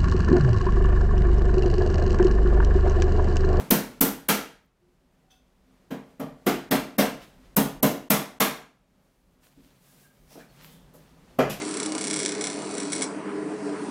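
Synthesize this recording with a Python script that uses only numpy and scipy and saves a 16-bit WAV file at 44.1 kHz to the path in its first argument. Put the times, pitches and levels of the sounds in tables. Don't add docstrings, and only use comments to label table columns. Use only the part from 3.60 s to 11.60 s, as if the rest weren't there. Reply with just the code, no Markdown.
import sys
import numpy as np
from scipy import signal
from scipy.fft import rfft, irfft
from scipy.io import wavfile
from scipy.ndimage import uniform_filter1d

SR = 44100
rng = np.random.default_rng(int(sys.argv[2]) if len(sys.argv) > 2 else 0)


def nominal_scale(level):
    x = np.asarray(level, float) / 20
    return 10 ** x


def digitize_waveform(pressure):
    field = np.atleast_2d(pressure).T
    bounded = np.clip(field, -1, 1)
    quanta = np.round(bounded * 32767).astype(np.int16)
    wavfile.write(sys.argv[1], SR, quanta)


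N = 352800

# start_s, level_db
OUTDOOR_LEVEL = [(0, -47.5), (1.0, -70), (2.2, -65), (3.5, -58), (4.0, -57), (5.0, -69), (6.06, -66.5),
                 (6.5, -64.5), (6.9, -61), (8, -56)]
# pitch_hz, level_db (per Hz)
RUMBLE_SPECTRUM = [(47, -40), (80, -15.5), (199, -2), (222, -15), (259, -1), (283, -14), (361, -12.5),
                   (493, -14.5), (588, -13.5), (672, -17.5), (751, -18), (1740, -25), (2180, -26.5),
                   (16000, -40.5)]
# start_s, pitch_hz, level_db
ENGINE = [(5.9, 140, -64), (6.4, 140, -65.5), (6.6, 140, -62.5), (7.0, 150, -57.5), (7.4, 158, -55.5),
          (7.8, 165, -59.5), (8, 165, -65)]
ENGINE_WANDER_HZ = 12
DEEP_DB, DEEP_FOLLOWS = -68.5, .65
LUMPY_DB, DEEP_LUMPY_DB = 1.5, 3

# full_contact_s, rise_s, hold_s, shuffle_db, hiss_db
CLOTH_CONTACTS = [(1.535, .03, .01, -83.5, -90.5), (1.71, .006, 0.0091, -69, -68),
                  (1.92, 0.11, 0.13, -84, -88), (3.628, 0.027, 0.014, -54, -61),
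                  (3.848, 0.026, .01, -69, -80), (5.44, .04, .3, -86, -80), (5.846, 0.029, 0.035, -66, -64),
                  (6.06, 0.13, 0.098, -68.5, -70), (6.29, 0.088, 0.17, -68, -62),
                  (6.553, .05, 0.13, -75, -70.5), (6.739, 0.048, .01, -58, -57.5),
                  (6.8, .03, 0.012, -59, -63.5), (6.936, 0.05, 0.026, -68, -67),
                  (7.043, 0.068, 0.022, -55, -60), (7.125, 0.053, 0.016, -65, -60),
                  (7.347, 0.011, .02, -73, -61.5), (7.428, 0.059, 0.075, -68, -74),
                  (7.683, .02, .05, -69, -86)]
RUSTLE_FALL_S = .05

# peak_s, pitch_hz, level_db, fall_s, width_hz
RUBS = [(1.68, 750, -70, .1, 30), (1.72, 1450, -75, .05, 23), (6.302, 1620, -69.5, 0.039, 40),
        (6.463, 1610, -61.5, 0.043, 69), (6.733, 5400, -62.5, 0.073, 890), (6.81, 1620, -55.5, .04, 350),
        (6.81, 2370, -63, .04, 150), (6.9, 4370, -66, .02, 150), (7.1, 3120, -69, 0.062, 350),
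        (7.12, 3400, -63.5, 0.07, 550), (1.25, 358, -70, 0.16, 10), (6.06, 290, -63, .03, 45),
        (7.05, 13500, -56, 0.044, 2900)]
RUB_RISE = 0.52
# pitch_hz, level_db, width_hz
NAIL_CLINK = [(2630, -69.5, 60), (3320, -64, 350), (3610, -68, 100), (6100, -67, 250), (4900, -71, 900)]
CLINK_S, CLINK_RISE_S, CLINK_FALL_S = 1.71, .006, .055

# pitch_hz, t60_s
ROOM_T60 = [(60, 1), (150, 0.41), (500, 0.41), (2000, 0.42), (5000, 0.38), (8000, 0.35), (13000, 0.27)]
ROOM_BUILD_S = 0.0036
# pitch_hz, level_db
COLOUR = [(40, -24.5), (100, -24), (140, 5.5), (250, 7.5), (500, 5), (1000, 5), (2000, 2), (3300, -1),
          (4500, -5), (8000, -8.5), (10000, -8.5), (12000, -3.5), (15500, -9), (16000, -10)]

# pitch_hz, level_db, t60_s
DRAWER_MODES = [(150, -20.5, 0.22), (183, -16.5, .12), (258.7, -4, 0.18), (408, -6.5, 0.18),
                (518, -2.5, 0.14), (587, -9.5, 0.26), (639, -9.5, 0.3), (825, -18, .18), (910, -24, 0.24),
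                (1322, -17.5, 0.19)]
# pitch_hz, level_db, t60_s
FAR_EDGE_MODES = [(138, -35.5, .5), (205, -31, .15)]
# pitch_hz, level_db
TILE_THUD = [(135, -12), (200, -20), (550, -14), (850, -22.5), (1100, -23.5), (3200, -29), (3600, -36),
             (5000, -32.5)]
SET_DOWN_S, REBOUND_S = 7.787, 7.897
DRAWER_DB, DRAWER_RISE_S = -10.5, 0.0012

# start_s, box_db, panel_db, snap_db, steel_db
BLOWS = [(0.106, -17, -18, -26.5, -16), (0.409, -23.5, -16.5, -28.5, -14.5),
         (0.686, -23.5, -23, -22.5, -17.5), (2.306, -30.5, -29, -45, -50.5),
         (2.596, -28, -28.5, -47.5, -48.5), (2.864, -24, -18.5, -26.5, -28), (3.11, -24, -16.5, -24.5, -25),
         (3.383, -20.5, -16.5, -23.5, -22), (3.965, -16.5, -16, -29.5, -19),
         (4.228, -16, -17, -28.5, -20.5), (4.502, -22, -20.5, -23.5, -17), (4.802, -26, -21.5, -22.5, -18)]
# start_s, box_db, panel_db, snap_db, steel_db
EARLIER_BLOW = [(-.17, -10.5, -14, -25.5, -12.5)]
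# start_s, panel_db, knock_db, snap_db, steel_db
BUMPS = [(1.701, -64, -85, -81, -80), (5.972, -46, -67, -92, -80), (6.705, -58, -55, -70, -62),
         (6.753, -40, -40.5, -71, -62), (7.337, -48, -51.5, -74, -57), (7.896, -42, -69, -36, -33)]
PART_HZ = [150, 270, 600, 2500, 13000]
KNOCK_FROM_SNAP, KNOCK_DB = 0.55, 3
SOFTEST_SNAP_DB = -10
BUMP_BOX_DB = -8.5

# pitch_hz, level_db, t60_s
PANEL_MODES = [(145.6, -8.5, 0.42), (168.4, -4.5, 0.26), (204.7, 1.5, 0.29), (246.6, -3.5, 0.38),
               (274, -4, 0.38), (327, -14, 0.05), (379, -15.5, 0.12), (456.3, -5.5, 0.67),
               (512, -11.5, 0.22), (608.3, -8.5, 0.36), (661.6, -15, 0.68)]
MAIN_MODES = [1, 2, 3, 4, 7]
# level_db, one per main mode
MAIN_MODE_DB = [-1, 0.97, -0.85, 1, 1]
# db_per_db, one per main mode
MAIN_MODE_PER_SEATING = [0.23, 0.45, -0.022, -.2, 0.061]
MEAN_SEATING_DB, SPOT_SCATTER = -8, .25
GIVE_S = 0.0042
# pitch_hz, level_db (under panel and knock), t60_s, swell_s
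MATTRESS = (55, -23, .45, .04)

CRACK_DB, CRACK_S, CRACK_PER_STEEL = -8.5, 0.0022, 0.78
SECOND_CONTACT_S, SECOND_CONTACT_DB = 0.0058, 0.67
SEAT_CLICK_S, SEAT_CLICK_DB = .00015, 9.5
RIPPLE_DB, RIPPLE_HZ = 2.3, 90
KNOCK_SIZE, LEAD_IN = 32768, 1024

HUSH_GRID_S, HUSH_START = 1024 / 44100, .22
HUSH_END_S = .003
HUSH_FROM_DB, TREBLE_HUSH_FROM_DB = -19.5, -27
HUSH_PER_DB, HUSH_DB, HUSH_SPLIT_HZ = 16.5, 36, 2300
CAPSULE_BEND, TOP_CUT_HZ = .22, 16950


def at_hz(points, hz):
    p = np.array(points, float)
    return np.interp(np.log(np.maximum(hz, 1)), np.log(p[:, 0]), p[:, 1])


def rms_one(x):
    return x / np.sqrt(np.mean(x ** 2) + 1e-20)


def along(rows, column, quiet=-120):
    p = np.array(rows, float)
    return np.interp(np.arange(N) / SR, p[:, 0], p[:, column], left=quiet, right=quiet)


def band(x, low_hz, high_hz):
    edges_hz = [low_hz, min(high_hz, .49 * SR)]
    return signal.sosfilt(signal.butter(2, edges_hz, "band", fs=SR, output="sos"), x)


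def drift(rate):
    knots = rng.standard_normal(int(N / SR * 60) + 2)
    return np.interp(np.arange(N) / SR * min(rate, 59), np.arange(len(knots)), knots)


def ambience():
    hz = np.arange(N // 2 + 1) * SR / N
    spectrum = nominal_scale(at_hz(RUMBLE_SPECTRUM, hz)) * (hz > 85)
    rumble = irfft(rfft(rng.standard_normal(N)) * spectrum, N)
    rumble /= np.std(band(rumble, 100, 600))
    level_db = along(OUTDOOR_LEVEL, column=1, quiet=-65)
    deep_db = DEEP_DB + DEEP_FOLLOWS * (level_db + 66.5) + DEEP_LUMPY_DB * drift(11)
    deep = rms_one(band(rng.standard_normal(N), 29, 60)) * nominal_scale(deep_db)
    engine_hz = along(ENGINE, column=1, quiet=140) + ENGINE_WANDER_HZ * drift(25)
    engine_db = along(ENGINE, column=2) + 2.1 * drift(25)
    engine = nominal_scale(engine_db) * np.sin(2 * np.pi * np.cumsum(engine_hz) / SR)
    return nominal_scale(level_db + LUMPY_DB * drift(8)) * rumble + engine + deep


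def rustle():
    grain_db = 1.7 * drift(50) + 2.5 * rng.exponential(1, N // 8).repeat(8)
    shuffle = rms_one(band(rng.standard_normal(N) * nominal_scale(grain_db), 330, 4200))
    hiss = rms_one(band(rng.standard_normal(N) * nominal_scale(1.5 * drift(40)), 4500, 21000))
    t, power = np.arange(N) / SR, np.zeros((2, N))
    for s, rise, hold, *levels_db in CLOTH_CONTACTS:
        swell = (np.maximum(s - t, 0) / rise) ** 2
        fall = np.maximum(t - s - hold, 0) / RUSTLE_FALL_S
        power += (nominal_scale(np.array(levels_db))[:, None] * np.exp(-swell - fall)) ** 2
    return np.sqrt(power[0]) * shuffle + np.sqrt(power[1]) * hiss


def squeaks():
    out, t = np.zeros(N), np.arange(-SR // 4, SR // 2) / SR
    notes = [(s, f, db, RUB_RISE * fall, fall, width) for s, f, db, fall, width in RUBS]
    notes += [(CLINK_S, f, db, CLINK_RISE_S, CLINK_FALL_S, width) for f, db, width in NAIL_CLINK]
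    for s, f, db, rise, fall, width in notes:
        half_width = max(width, f / 60) / 2
        note = rms_one(band(rng.standard_normal(len(t)), f - half_width, f + half_width))
        shape = np.where(t < 0, np.exp(-(t / rise) ** 2), np.exp(-np.abs(t) / fall))
        i = round(s * SR) - SR // 4
        out[i:i + len(t)] += nominal_scale(db) * shape * note
    return out


def drawer_ring(s, modes, extra_db):
    age = np.maximum(np.arange(N) / SR - s, 0)
    rings = np.zeros(N)
    for f, db, t60 in modes:
        fading = nominal_scale(db + extra_db - 60 * age / min(t60, .5))
        rings += fading * np.sin(2 * np.pi * f * age + rng.uniform(0, 2 * np.pi))
    return rings * (1 - np.exp(-age / DRAWER_RISE_S)) ** 2


def bedroom(size):
    t, edges = np.arange(size) / SR, 40 * 2 ** np.arange(0, 9.1, .5)
    white = rng.standard_normal((2, 2 * size))
    pairs = zip(edges, edges[1:])
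    bands = np.array([band(white[k % 2], low, high) for k, (low, high) in enumerate(pairs)])
    t60 = at_hz(ROOM_T60, np.sqrt(edges[1:] * edges[:-1]))[:, None]
    return bands, nominal_scale(-60 * t / t60) * (1 - np.exp(-t / ROOM_BUILD_S)) * (t < .65)


def steel_crack(t, level_db):
    spike_db = 5 * rng.standard_normal(len(t) // 16).repeat(16)
    spikes = rng.standard_normal(len(t)) * nominal_scale(spike_db)
    click = np.roll(spikes[::-1] * np.exp(-t / SEAT_CLICK_S), round(SECOND_CONTACT_S * SR))
    click *= nominal_scale(SECOND_CONTACT_DB + SEAT_CLICK_DB)
    burst = spikes * (t / CRACK_S * np.exp(1 - t / CRACK_S)) ** 2
    return nominal_scale(level_db) * np.diff(burst + click, n=2, prepend=[0, 0])


def panel_ring(age, modes, weight, levels_db, longest_s):
    extra_db = rng.normal(0, 3.8, len(PANEL_MODES))
    seating_db = np.clip(levels_db[3] - levels_db[1] - MEAN_SEATING_DB, -11, 11)
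    shift_db = MAIN_MODE_DB + seating_db * np.array(MAIN_MODE_PER_SEATING)
    extra_db[MAIN_MODES] = SPOT_SCATTER * extra_db[MAIN_MODES] + shift_db
    rings = np.zeros(len(age))
    for (f, db, t60), more_db in zip(modes, extra_db):
        fading = nominal_scale(at_hz(weight, f) + db + more_db - 60 * age / min(t60, longest_s))
        rings += fading * np.sin(2 * np.pi * f * age + rng.uniform(0, 2 * np.pi))
    return rings * (1 - np.exp(-age / 0.0087)) ** 2


def mattress_thump(age, level_db):
    hz, under_db, t60, swell = MATTRESS
    fading = nominal_scale(level_db + under_db - 60 * age / t60)
    return fading * np.sin(2 * np.pi * hz * age) * (1 - np.exp(-age / swell))


def knocks(events, part_hz, top_db, longest_s, crack_db, modes=PANEL_MODES):
    size = KNOCK_SIZE
    t, hz = np.arange(size) / SR, np.arange(size // 2 + 1) * SR / size
    out = np.zeros(N + 2 * size)
    bands, fades = bedroom(size)
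    age = np.maximum(t - LEAD_IN / SR + GIVE_S, 0)
    for s, *levels_db in events:
        weight = list(zip(part_hz, levels_db)) + [(16500, levels_db[-1] + top_db)]
        shift = rng.integers(size)
        room = np.sum(bands[:, shift:shift + size] * fades, axis=0)
        brightness_db = np.clip(levels_db[-1] - levels_db[-2], -10, 12)
        crack = steel_crack(t, crack_db + CRACK_PER_STEEL * brightness_db)
        ripple_db = RIPPLE_DB * np.interp(hz / RIPPLE_HZ, np.arange(400), rng.standard_normal(400))
        colour = nominal_scale(at_hz(weight, hz) + at_hz(COLOUR, hz) + ripple_db)
        sound = 2.493 * irfft(rfft(np.roll(room + crack, LEAD_IN)) * colour)
        sound *= np.clip(age / 0.0025, 0, 1) ** 2 * (t < .68)
        sound += panel_ring(age, modes, weight, levels_db, longest_s)
        sound += mattress_thump(age, max(levels_db[1:3]))
        i = round(s * SR) + size - LEAD_IN
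        out[i:i + size] += sound
    return out[size:size + N]


def hammering():
    blows = []
    for s, box, panel, snap, steel in EARLIER_BLOW + BLOWS:
        knock = box + KNOCK_FROM_SNAP * max(snap - box, SOFTEST_SNAP_DB) + KNOCK_DB
        blows.append((s, box, panel, knock, snap, steel))
    return knocks(blows, PART_HZ, top_db=1.0, longest_s=0.38, crack_db=CRACK_DB)


def light_bumps():
    bumps = [(s, panel + BUMP_BOX_DB, panel, *rest) for s, panel, *rest in BUMPS]
    return knocks(bumps, PART_HZ, top_db=-13.0, longest_s=0.27, crack_db=-17)


def set_down():
    hz, db = np.transpose(TILE_THUD)
    thud = knocks([(SET_DOWN_S, *db)], hz, top_db=-13.0, longest_s=0.18, crack_db=-9, modes=[])
    landing = drawer_ring(SET_DOWN_S, DRAWER_MODES, DRAWER_DB)
    return thud + landing + drawer_ring(REBOUND_S, FAR_EDGE_MODES, 0)


def scene():
    background = ambience() + rustle() + squeaks()
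    return (background + set_down() + light_bumps() + hammering())[None]


def hush_before_blows(x):
    t, gap_db = np.arange(N) / SR, np.zeros((2, N))
    for s, *_, steel_db in BLOWS:
        opens = (np.floor(s / HUSH_GRID_S - HUSH_START) + HUSH_START) * HUSH_GRID_S
        excess_db = steel_db - np.array([[HUSH_FROM_DB], [TREBLE_HUSH_FROM_DB]])
        hushed = (t > opens) & (t < s - HUSH_END_S)
        gap_db -= hushed * np.clip(HUSH_PER_DB * excess_db, 0, HUSH_DB)
    low = signal.sosfiltfilt(signal.butter(6, HUSH_SPLIT_HZ, fs=SR, output="sos"), x)
    low_gain, high_gain = nominal_scale(uniform_filter1d(gap_db, size=60))
    return low_gain * low + high_gain * (x - low)


def top_cut(x):
    return signal.sosfilt(signal.butter(12, 16970, fs=SR, output="sos"), x)


def record(dry):
    x = hush_before_blows(dry)
    x = x + CAPSULE_BEND * signal.lfilter([1, -1], [1, -.998], x ** 2)
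    x = .7 * np.tanh(x / .7)
    x = signal.sosfilt(signal.cheby2(10, 60, TOP_CUT_HZ, fs=SR, output="sos"), x)
    return top_cut(x)


dry = scene()
out = record(dry)
digitize_waveform(out)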